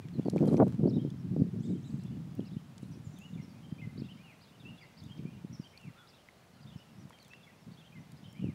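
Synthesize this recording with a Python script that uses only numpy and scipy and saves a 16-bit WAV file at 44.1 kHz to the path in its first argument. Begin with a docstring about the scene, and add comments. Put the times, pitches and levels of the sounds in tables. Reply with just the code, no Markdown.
"""Fish rising at a breezy pond

Close by, fish break the surface: soft splashes and falling drops, then lone plips and ticks.
Gusts thump right on the microphone and die down to a breeze.
Across the water songbirds repeat a few phrases, scattered by the trees, over a faint outdoor hush."""
import sys
import numpy as np
from scipy import signal
from scipy.fft import rfft, irfft, next_fast_len
from scipy.io import wavfile
from scipy.ndimage import uniform_filter1d

SR = 44100
rng = np.random.default_rng(int(sys.argv[2]) if len(sys.argv) > 2 else 0)


def int16_out(signal):
    """Quantize to a 16-bit WAV file."""
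    q = np.round(np.clip(np.atleast_2d(signal).T, -1, 1) * 32767)
    wavfile.write(sys.argv[1], SR, q.astype(np.int16))


N = 376613
TIME = np.arange(N) / SR


# fish throwing up spray near the microphone: (time [s], relative level [dB], hold [s])
SPLASHES = [(0.18, -71, 0.19), (0.362, -67.5, 0.23), (0.665, -65.5, .02)]
# colour of droplets landing on water: (frequency [Hz], relative level [dB])
SPRAY_SPECTRUM = [(700, 8.5), (1200, 2), (2200, -5), (4000, -8.5), (7500, -12.5), (10000, -19.5),
                  (15000, -23.5)]

def spray(droplets_per_s=500, size_spread_db=4, attack_s=0.0048, fall_db_per_s=120, gain_db=9):
    """Fine droplets of uneven size patter back on the pond; each splash starts fast, holds and dies."""
    sizes = from_db(size_spread_db * np.minimum(rng.exponential(1, N), 4)) * rng.choice([-1, 1], N)
    landings = rng.random(N) < droplets_per_s / SR
    shower = np.zeros(N)
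    for start, db, hold_s in SPLASHES:
        attack = np.clip((TIME - start) / attack_s, 0, 1)
        shower += attack * from_db(db - fall_db_per_s * np.clip(TIME - start - hold_s, 0, 1))
    return from_db(gain_db) * shower * coloured(sizes * landings, SPRAY_SPECTRUM)


# nearby drops and popping bubbles:
# (time [s], relative tick level [dB], relative bubble level [dB], bubble pitch [Hz])
DROPS = [(0.085, -43, -45, 1900), (0.2986, -33.5, -44, 3900), (0.38, -44, -33, 2360),
         (0.458, -48, -57, 5400), (0.491, -60, -35, 1210), (0.532, -47, -59, 4900), (0.569, -39, -37, 2400),
         (0.5755, -54, -42, 6140), (0.68, -48.5, -60, 5470), (1.103, -46, -41.5, 3480),
         (2.405, -55, -44, 3200), (2.7802, -41.5, -53, 3340), (5.038, -54, -47, 6400),
         (5.7758, -50, -36, 4430), (6.2873, -57, -35.5, 2080), (7.0963, -48, -61, 5300),
         (7.106, -42.5, -39.5, 960), (7.131, -55, -45, 1950), (7.187, -46, -52, 2300),
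         (7.228, -55, -50, 6250), (7.248, -48, -46, 3620), (7.2804, -52, -53, 7500),
         (7.335, -46, -37, 1940), (8.119, -46.5, -49, 4780), (8.328, -50, -50, 7200)]

def plips(tick_t60=0.014, bubble_t60=0.013, tick_gain_db=-7.5, bubble_gain_db=-5.5, rise=0.055):
    """A drop ticks on the surface; the bubble it traps rings briefly and rises in pitch."""
    water, t = np.zeros(N), np.arange(SR // 10) / SR
    onset = 1 - np.exp(-t / 0.00017)
    for start, tick_db, bubble_db, bubble_hz in DROPS + faint_drops():
        tick_hz = 1.43 * bubble_hz  # small drops sound higher in both tick and bubble
        band_hz = [tick_hz / 1.64, min(tick_hz * 1.64, .45 * SR)]
        fizz = rms_one(butter(rng.standard_normal(len(t)), order=2, hz=band_hz, kind="band"))
        tick = from_db(tick_db + tick_gain_db - 60 * t / tick_t60) * fizz
        phase = 2 * np.pi * bubble_hz * np.cumsum(1 + rise * (t / bubble_t60 - .2)) / SR
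        bubble = from_db(bubble_db + bubble_gain_db - 60 * t / bubble_t60) * np.sin(phase)
        add(water, start, (tick + bubble) * onset)
    return water


def faint_drops(per_s=1.2, low_hz=3500, high_hz=7500, relative_db=-63.5, spread_db=19):
    """Tiny bubbles burst at random all over the pond; rows like those of DROPS."""
    draws = rng.random((int(per_s * N / SR), 3))
    return [(when * N / SR, relative_db + spread_db * size, relative_db,
             low_hz * (high_hz / low_hz) ** pitch) for when, size, pitch in draws]


# light air on the microphone between gusts: (time [s], relative level [dB])
BREEZE = [(0, -44), (0.7, -37), (1.2, -40.5), (2.3, -44), (2.65, -51.5), (3.6, -50.5), (4.1, -50.5),
          (4.4, -63), (4.9, -61), (5.45, -52), (5.7, -62), (6.15, -84), (6.5, -69), (7.3, -63.5),
          (8.2, -55), (8.54, -60)]
# gusts swelling and fading on the microphone:
# (peak time [s], relative level [dB], half length [s], nominal roll-off [Hz])
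GUSTS = [(0.181, -36.5, 0.023, 200), (0.264, -30.5, 0.0075, 320), (0.357, -30.5, 0.023, 240),
         (0.434, -25.5, .022, 315), (0.483, -27, 0.019, 272), (0.542, -26, 0.025, 276),
         (0.613, -20.5, 0.02, 440), (0.673, -31, 0.044, 220), (0.848, -26, 0.032, 274),
         (0.942, -32, 0.093, 223), (1.325, -34, 0.051, 146), (1.413, -28, 0.039, 192),
         (1.582, -35.5, 0.043, 163), (1.716, -32.5, 0.037, 184), (1.947, -34.5, 0.02, 149),
         (2.123, -40, .1, 132), (2.401, -35.5, 0.021, 166), (2.515, -42, 0.031, 137),
         (2.912, -44, 0.068, 129.6), (3.072, -42, 0.046, 112), (3.367, -40.5, 0.043, 116),
         (3.846, -37.5, 0.039, 105), (4.008, -39, 0.043, 127), (4.681, -47, 0.055, 133),
         (5.061, -42, 0.043, 106), (5.227, -43.5, 0.054, 151), (5.364, -47, .03, 135),
         (5.523, -38, 0.015, 119), (5.876, -43.5, 0.024, 112), (6.674, -49, 0.072, 96),
         (6.992, -50.5, 0.055, 130), (7.695, -44, 0.019, 123), (7.984, -43.5, .014, 109),
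         (8.131, -46, 0.016, 103), (8.272, -49, 0.029, 104), (8.458, -33, 0.042, 137)]
# single eddies striking the microphone: (time [s], relative peak [dB], nominal roll-off [Hz])
THUMPS = [(0.196, -20, 260), (0.284, -20.5, 428), (0.336, -29, 402), (0.362, -20, 427), (0.407, -20.5, 257),
          (0.428, -18, 400), (0.544, -13, 356), (0.582, -21.5, 450), (0.601, -8.5, 540), (0.63, -15, 360),
          (0.669, -26.5, 425), (0.795, -22.5, 190), (0.857, -18, 292), (0.879, -25, 410), (0.967, -23, 230),
          (0.994, -28, 180), (1.05, -22.5, 258), (1.365, -20.5, 340), (1.42, -17, 192), (2.395, -26, 314),
          (2.568, -27, 142), (2.831, -30, 175), (3.725, -25.5, 131), (4.021, -26, 207), (5.194, -33, 145),
          (5.254, -30.5, 206), (5.448, -30.5, 202), (5.599, -30, 163), (6.76, -33.5, 107),
          (7.054, -38, 130), (8.444, -25, 204)]

def wind(breeze_nominal_hz=120.5, rolloff_scale=0.91, sputter=0.12, brightening=2.5, gain_db=3):
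    """At the microphone a small eddy is one swing of pressure, a gust a lumpy swell of turbulence."""
    power = from_db(np.interp(TIME, *np.transpose(BREEZE))) ** 2
    weighted_hz = power * breeze_nominal_hz
    for peak_s, db, half_s, hz in GUSTS:
        gust = from_db(db) ** 2 * np.exp(-np.minimum(((TIME - peak_s) / half_s) ** 2, 20))
        power += gust
        weighted_hz += gust * hz
    thumps = np.zeros(N)
    for centre_s, db, hz in THUMPS:
        thump = eddy_thump(rolloff_scale * hz)
        add(thumps, centre_s - len(thump) / 2 / SR, from_db(db) * thump)
    strength = np.sqrt(power)
    rolloff_hz = rolloff_scale * weighted_hz / power  # the strongest gust sets the colour
    # the air speed sputters, and a hard gust breaks into finer eddies
    rolloff_hz *= np.exp(sputter * drift(per_s=160) + brightening * np.maximum(strength - .04, 0))
    pressure = thumps + strength * lumps() * turbulence(rolloff_hz)
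    return from_db(gain_db) * butter(pressure, order=3, hz=132.4, kind="high")


def eddy_thump(rolloff_hz, size=4096):
    """One vortex crosses the microphone port: all pitches in step make a single thump of peak 1."""
    gain = eddy_spectrum(np.fft.rfftfreq(size, 1 / SR) + 1, rolloff_hz)
    phase = 2 * np.pi * rng.random()
    thump = np.roll(irfft(gain * np.exp(1j * phase)), size // 2)
    return thump / np.abs(thump).max()


def turbulence(rolloff_hz):
    """Many eddies make pressure noise of even strength under a moving roll-off."""
    edges_hz, size = np.geomspace(30, 3000, 21), next_fast_len(N)
    white, hz = rfft(rng.standard_normal(size)), np.fft.rfftfreq(size, 1 / SR)
    pressure = np.zeros(N)
    for low, high in zip(edges_hz, edges_hz[1:]):
        band = irfft(white * ((hz >= low) & (hz < high)), size)[:N]
        pressure += band * eddy_spectrum(np.sqrt(low * high), rolloff_hz)
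    power = np.abs(signal.hilbert(pressure, size)[:N]) ** 2 / 2
    return pressure / running_rms(power, window_s=0.025)


def eddy_spectrum(hz, rolloff_hz, port_cut_hz=150.7, skirt_db=-24.5):
    """The microphone port passes little bass; above the roll-off only a skirt of tiny eddies remains."""
    ratio = hz / rolloff_hz
    body = np.exp(-ratio ** 1.453)
    skirt = from_db(skirt_db) * np.exp(-0.79 * ratio)
    return (body + skirt) / np.hypot(1, (port_cut_hz / hz) ** 2)


def lumps(depth_db=3.5):
    """The air arrives in quick lumps, which break a gust up without changing its overall strength."""
    gain = from_db(depth_db * drift(per_s=70))
    return gain / running_rms(gain ** 2, window_s=0.043)


# the birds' repertoire, the notes of each phrase: (delay [s], length [s], nominal first pitch [Hz],
# nominal middle pitch [Hz], nominal last pitch [Hz], relative level [dB], rasp [0-1])
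PHRASES = { "cascade": [(0, .043, 3704, 5200, 3700, -1, .85), (.06, 0.0476, 3260, 3806, 3330, -1, .45),
           (.112, .045, 2730, 3170, 2930, -3.5, .3)], "warble": [(0, 0.0294, 3700, 3510, 3180, -8, 0.45),
           (.05, 0.0586, 2590, 2770, 2865, 0, 0.18), (.177, .02, 3750, 3450, 3400, -6, .15),
           (.212, 0.0488, 2423, 2043, 2050, -4, 0.4)], "dip": [(0, 0.0274, 2260, 2470, 2560, -6.5, 0.04),
           (.032, 0.042, 2100, 2030, 1950, -1.5, 0)], "slide": [(0, 0.068, 2095, 2394, 2506, 0, .4),
           (.063, .113, 2880, 2600, 1906, 0.5, 0.34)], "buzz": [(0, .097, 4700, 7600, 3000, 1, .85)],
           "sweep": [(0, .12, 5800, 6760, 7570, -3.5, 0.4)], "coo": [(0, 0.117, 1330, 1510, 1300, -1, .7)],
           "chip": [(0.0017, 0.0412, 2850, 3200, 3050, -0.5, .35)],
           "pipe": [(0, .032, 3080, 3204, 3120, -1.5, 0.48), (.034, .19, 3270, 3140, 3020, -7.5, 0.28)],
           "glide": [(0.0012, .041, 3360, 3200, 3080, -2.5, 0.33)],
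           "tsip": [(0, .03, 7400, 2750, 2600, 7, 0.4)],
           "peep": [(0.0069, .037, 6000, 6050, 5300, 0, 0.44)]}
# calls from the trees across the water: (time [s], phrase [name], relative level [dB], pitch [ratio])
CALLS = [(0.869, "cascade", -63, 1.04), (1.625, "cascade", -72.5, 1.04), (1.99, "cascade", -72, 0.95),
         (2.449, "cascade", -68, 1.0), (3.973, "cascade", -62, 0.97), (4.408, "cascade", -68, 0.97),
         (4.967, "cascade", -69.5, 1.01), (6.07, "cascade", -69, 1.01), (6.602, "cascade", -66, 0.98),
         (7.712, "cascade", -66.5, 0.93), (8.164, "cascade", -73, 0.99), (3.16, "warble", -60.5, 1.02),
         (4.598, "warble", -58.5, 1.0), (7.253, "warble", -61, 0.98), (3.783, "dip", -56.5, 1.025),
         (7.92, "dip", -63, 1.02), (4.17, "slide", -70.5, 1.01), (5.728, "slide", -69, 1.0),
         (8.346, "slide", -66, 1), (3.63, "pipe", -68, 1), (8.24, "pipe", -64.5, 0.97),
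         (1.593, "buzz", -73.5, 1.06), (1.82, "buzz", -71, 1.06), (3.035, "peep", -69.5, 1.19),
         (3.12, "sweep", -71, 0.96), (5.95, "coo", -66.5, 0.97), (6.56, "coo", -72, 0.98),
         (1.63, "chip", -67, 1.15), (1.84, "chip", -67, 1.24), (5.094, "chip", -63.5, 1),
         (5.25, "chip", -66, .77), (5.635, "chip", -60, 0.99), (6.785, "chip", -68.5, .94),
         (7.841, "chip", -68, 1.01), (0.02, "glide", -67.5, 0.73), (0.132, "glide", -69, 1.28),
         (0.212, "glide", -68, 1.07), (0.247, "glide", -67, 1.4), (0.445, "glide", -66, 1),
         (5.977, "glide", -70.5, 1.07), (7.121, "glide", -68, 1.0), (0.465, "tsip", -69, 1.65),
         (2.818, "tsip", -80.5, 1.6), (3.699, "tsip", -79, 0.78), (5.172, "tsip", -77, .94),
         (2.905, "peep", -73, 0.96), (3.41, "peep", -73, .92), (3.49, "glide", -69.5, 1.47),
         (4.8, "peep", -70, 0.79), (5.519, "peep", -62, 0.95), (5.61, "glide", -70.5, 1.47),
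         (6.755, "peep", -72, 0.91), (7.19, "peep", -66, .73)]

def songbirds(vary_pitch=0.00776, vary_db=2.5):
    """The nearer singers repeat a few phrases; no note comes out quite the same twice."""
    song = np.zeros(N)
    for start, phrase, call_db, ratio in CALLS:
        for delay, length_s, *pitches_hz, note_db, rasp in PHRASES[phrase]:
            sung_hz = ratio * np.array(pitches_hz) * (1 + vary_pitch * rng.standard_normal(3))
            gain = from_db(call_db + note_db + vary_db * rng.standard_normal())
            add(song, start + delay, gain * whistle(length_s, sung_hz, rasp))
    return song


def whistle(length_s, pitches_hz, rasp, shakes_per_s=650, fade_share=0.1):
    """A bird note arches through three pitches; rasp shakes its pitch and loudness."""
    progress = np.linspace(0, 1, int(length_s * SR))
    shake, flutter = (np.interp(progress * length_s * shakes_per_s, np.arange(400), knots)
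                      for knots in rng.standard_normal((2, 400)))
    rasp = np.clip(rasp, .1, 1)
    curved_hz = np.polyval(np.polyfit([0, .5, 1], pitches_hz, 2), progress)
    straight_hz = np.interp(progress, [0, .5, 1], pitches_hz)
    hz = (curved_hz + straight_hz) / 2 * (1 + .06 * rasp * shake)
    fade = np.clip(np.minimum(progress, 1 - progress) / fade_share, 0, 1)
    swell = np.sin(np.pi / 2 * fade) * from_db((1.5 + 3.5 * rasp) * flutter)
    return rms_one(swell * np.sin(2 * np.pi * np.cumsum(hz) / SR))


def distant_chorus(count=170, low_hz=2106, high_hz=5500, level_db=-74, spread_db=3):
    """Birds deeper in the wood twitter at random, higher notes fainter, livelier as time goes on."""
    song = np.zeros(N)
    notes, variations = rng.random((count, 3)), rng.standard_normal((count, 4))
    for (when, pitch, length), (loudness, *bends) in zip(notes, variations):
        pitches_hz = low_hz * (high_hz / low_hz) ** pitch * (1 + 0.1 * np.array(bends))
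        note = whistle(0.042 + .04 * length, pitches_hz, rasp=0.28)
        add(song, when ** .75 * N / SR, from_db(level_db + spread_db * loudness - 3 * pitch) * note)
    return song


# colour of the echo off the wooded banks: (frequency [Hz], relative level [dB])
ECHO_SPECTRUM = [(1000, -20), (2500, 4.5), (4000, -1.5), (8000, 9)]

def woodland_echo(sound, t60, delay_s, echoes_per_s=830):
    """Trunks and banks scatter a thin, dying cloud of echoes back to the microphone."""
    t = np.arange(SR) / SR
    echoes = rng.standard_normal(SR) * (rng.random(SR) < echoes_per_s / SR)
    decay = from_db(-60 * t / t60) * (t > delay_s)
    response = coloured(echoes * decay, ECHO_SPECTRUM) / np.sqrt(SR)
    return signal.fftconvolve(sound, response)[:N]


# ambience around the pond: (frequency [Hz], relative level [dB])
HUSH_SPECTRUM = [(30, -17), (80, 1.5), (160, 7.5), (300, -2), (600, -2), (1000, -5.5), (1700, -9.5),
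                 (2800, -12.5), (5000, -17), (8500, -22.5), (11500, -24), (13000, -27.5), (15700, -27)]

def hush(level_db=-61.5, waver_db=0.24):
    """Air in the far trees makes a faint, barely wavering noise."""
    gain = from_db(level_db - waver_db * drift(per_s=6.7))
    return gain * coloured(rng.standard_normal(N), HUSH_SPECTRUM)


def from_db(db):
    return 10 ** (np.asarray(db) / 20)


def rms_one(x):
    return x / np.sqrt(np.mean(x ** 2) + 1e-20)


def running_rms(power, window_s):
    """Root of the power, smoothed twice."""
    size = int(window_s * SR)
    return np.sqrt(np.abs(uniform_filter1d(uniform_filter1d(power, size), size)) + 1e-20)


def add(track, start_s, sound):
    """Mix a short sound into the track."""
    i = int(np.clip(start_s * SR, 0, N - 1))
    track[i:i + len(sound)] += sound[:N - i]


def coloured(x, spectrum):
    """Give a sound a spectrum; rms 1."""
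    hz, db = np.transpose(spectrum)
    size = next_fast_len(len(x))
    grid_hz = np.fft.rfftfreq(size, 1 / SR) + 1
    gain = from_db(np.interp(np.log(grid_hz), np.log(hz), db))
    return rms_one(irfft(rfft(x, size) * gain, size)[:len(x)])


def drift(per_s):
    """A random wander; rms 1."""
    knots = rng.standard_normal(2000)
    return rms_one(np.interp(TIME * per_s, np.arange(len(knots)), knots))


def butter(x, order, hz, kind):
    """Causal Butterworth filter."""
    return signal.sosfilt(signal.butter(order, hz, kind, fs=SR, output="sos"), x)


def scene():
    """One microphone at the pond: water close by, wind right on it, birds off in the trees."""
    song = songbirds()
    water = plips() + spray()
    # twigs scatter the high notes most, so little of them comes straight across
    direct_song = from_db(1.5) * butter(song, order=2, hz=6100, kind="low")
    branches = woodland_echo(from_db(-1) * song + distant_chorus(), t60=0.08, delay_s=.001)
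    far_bank = woodland_echo(from_db(-0.5) * song + from_db(-26) * water, t60=0.73, delay_s=0.022)
    return (water + wind() + direct_song + branches + far_bank + hush())[None]


def record(dry, overload=0.53, cutoff_hz=15730):
    """The strongest gust overloads the microphone a little; the top is cut steeply."""
    rounded = overload * np.tanh(dry / overload)
    return signal.sosfilt(signal.ellip(12, .2, 70, cutoff_hz, fs=SR, output="sos"), rounded)


dry = scene()
out = record(dry)
int16_out(out)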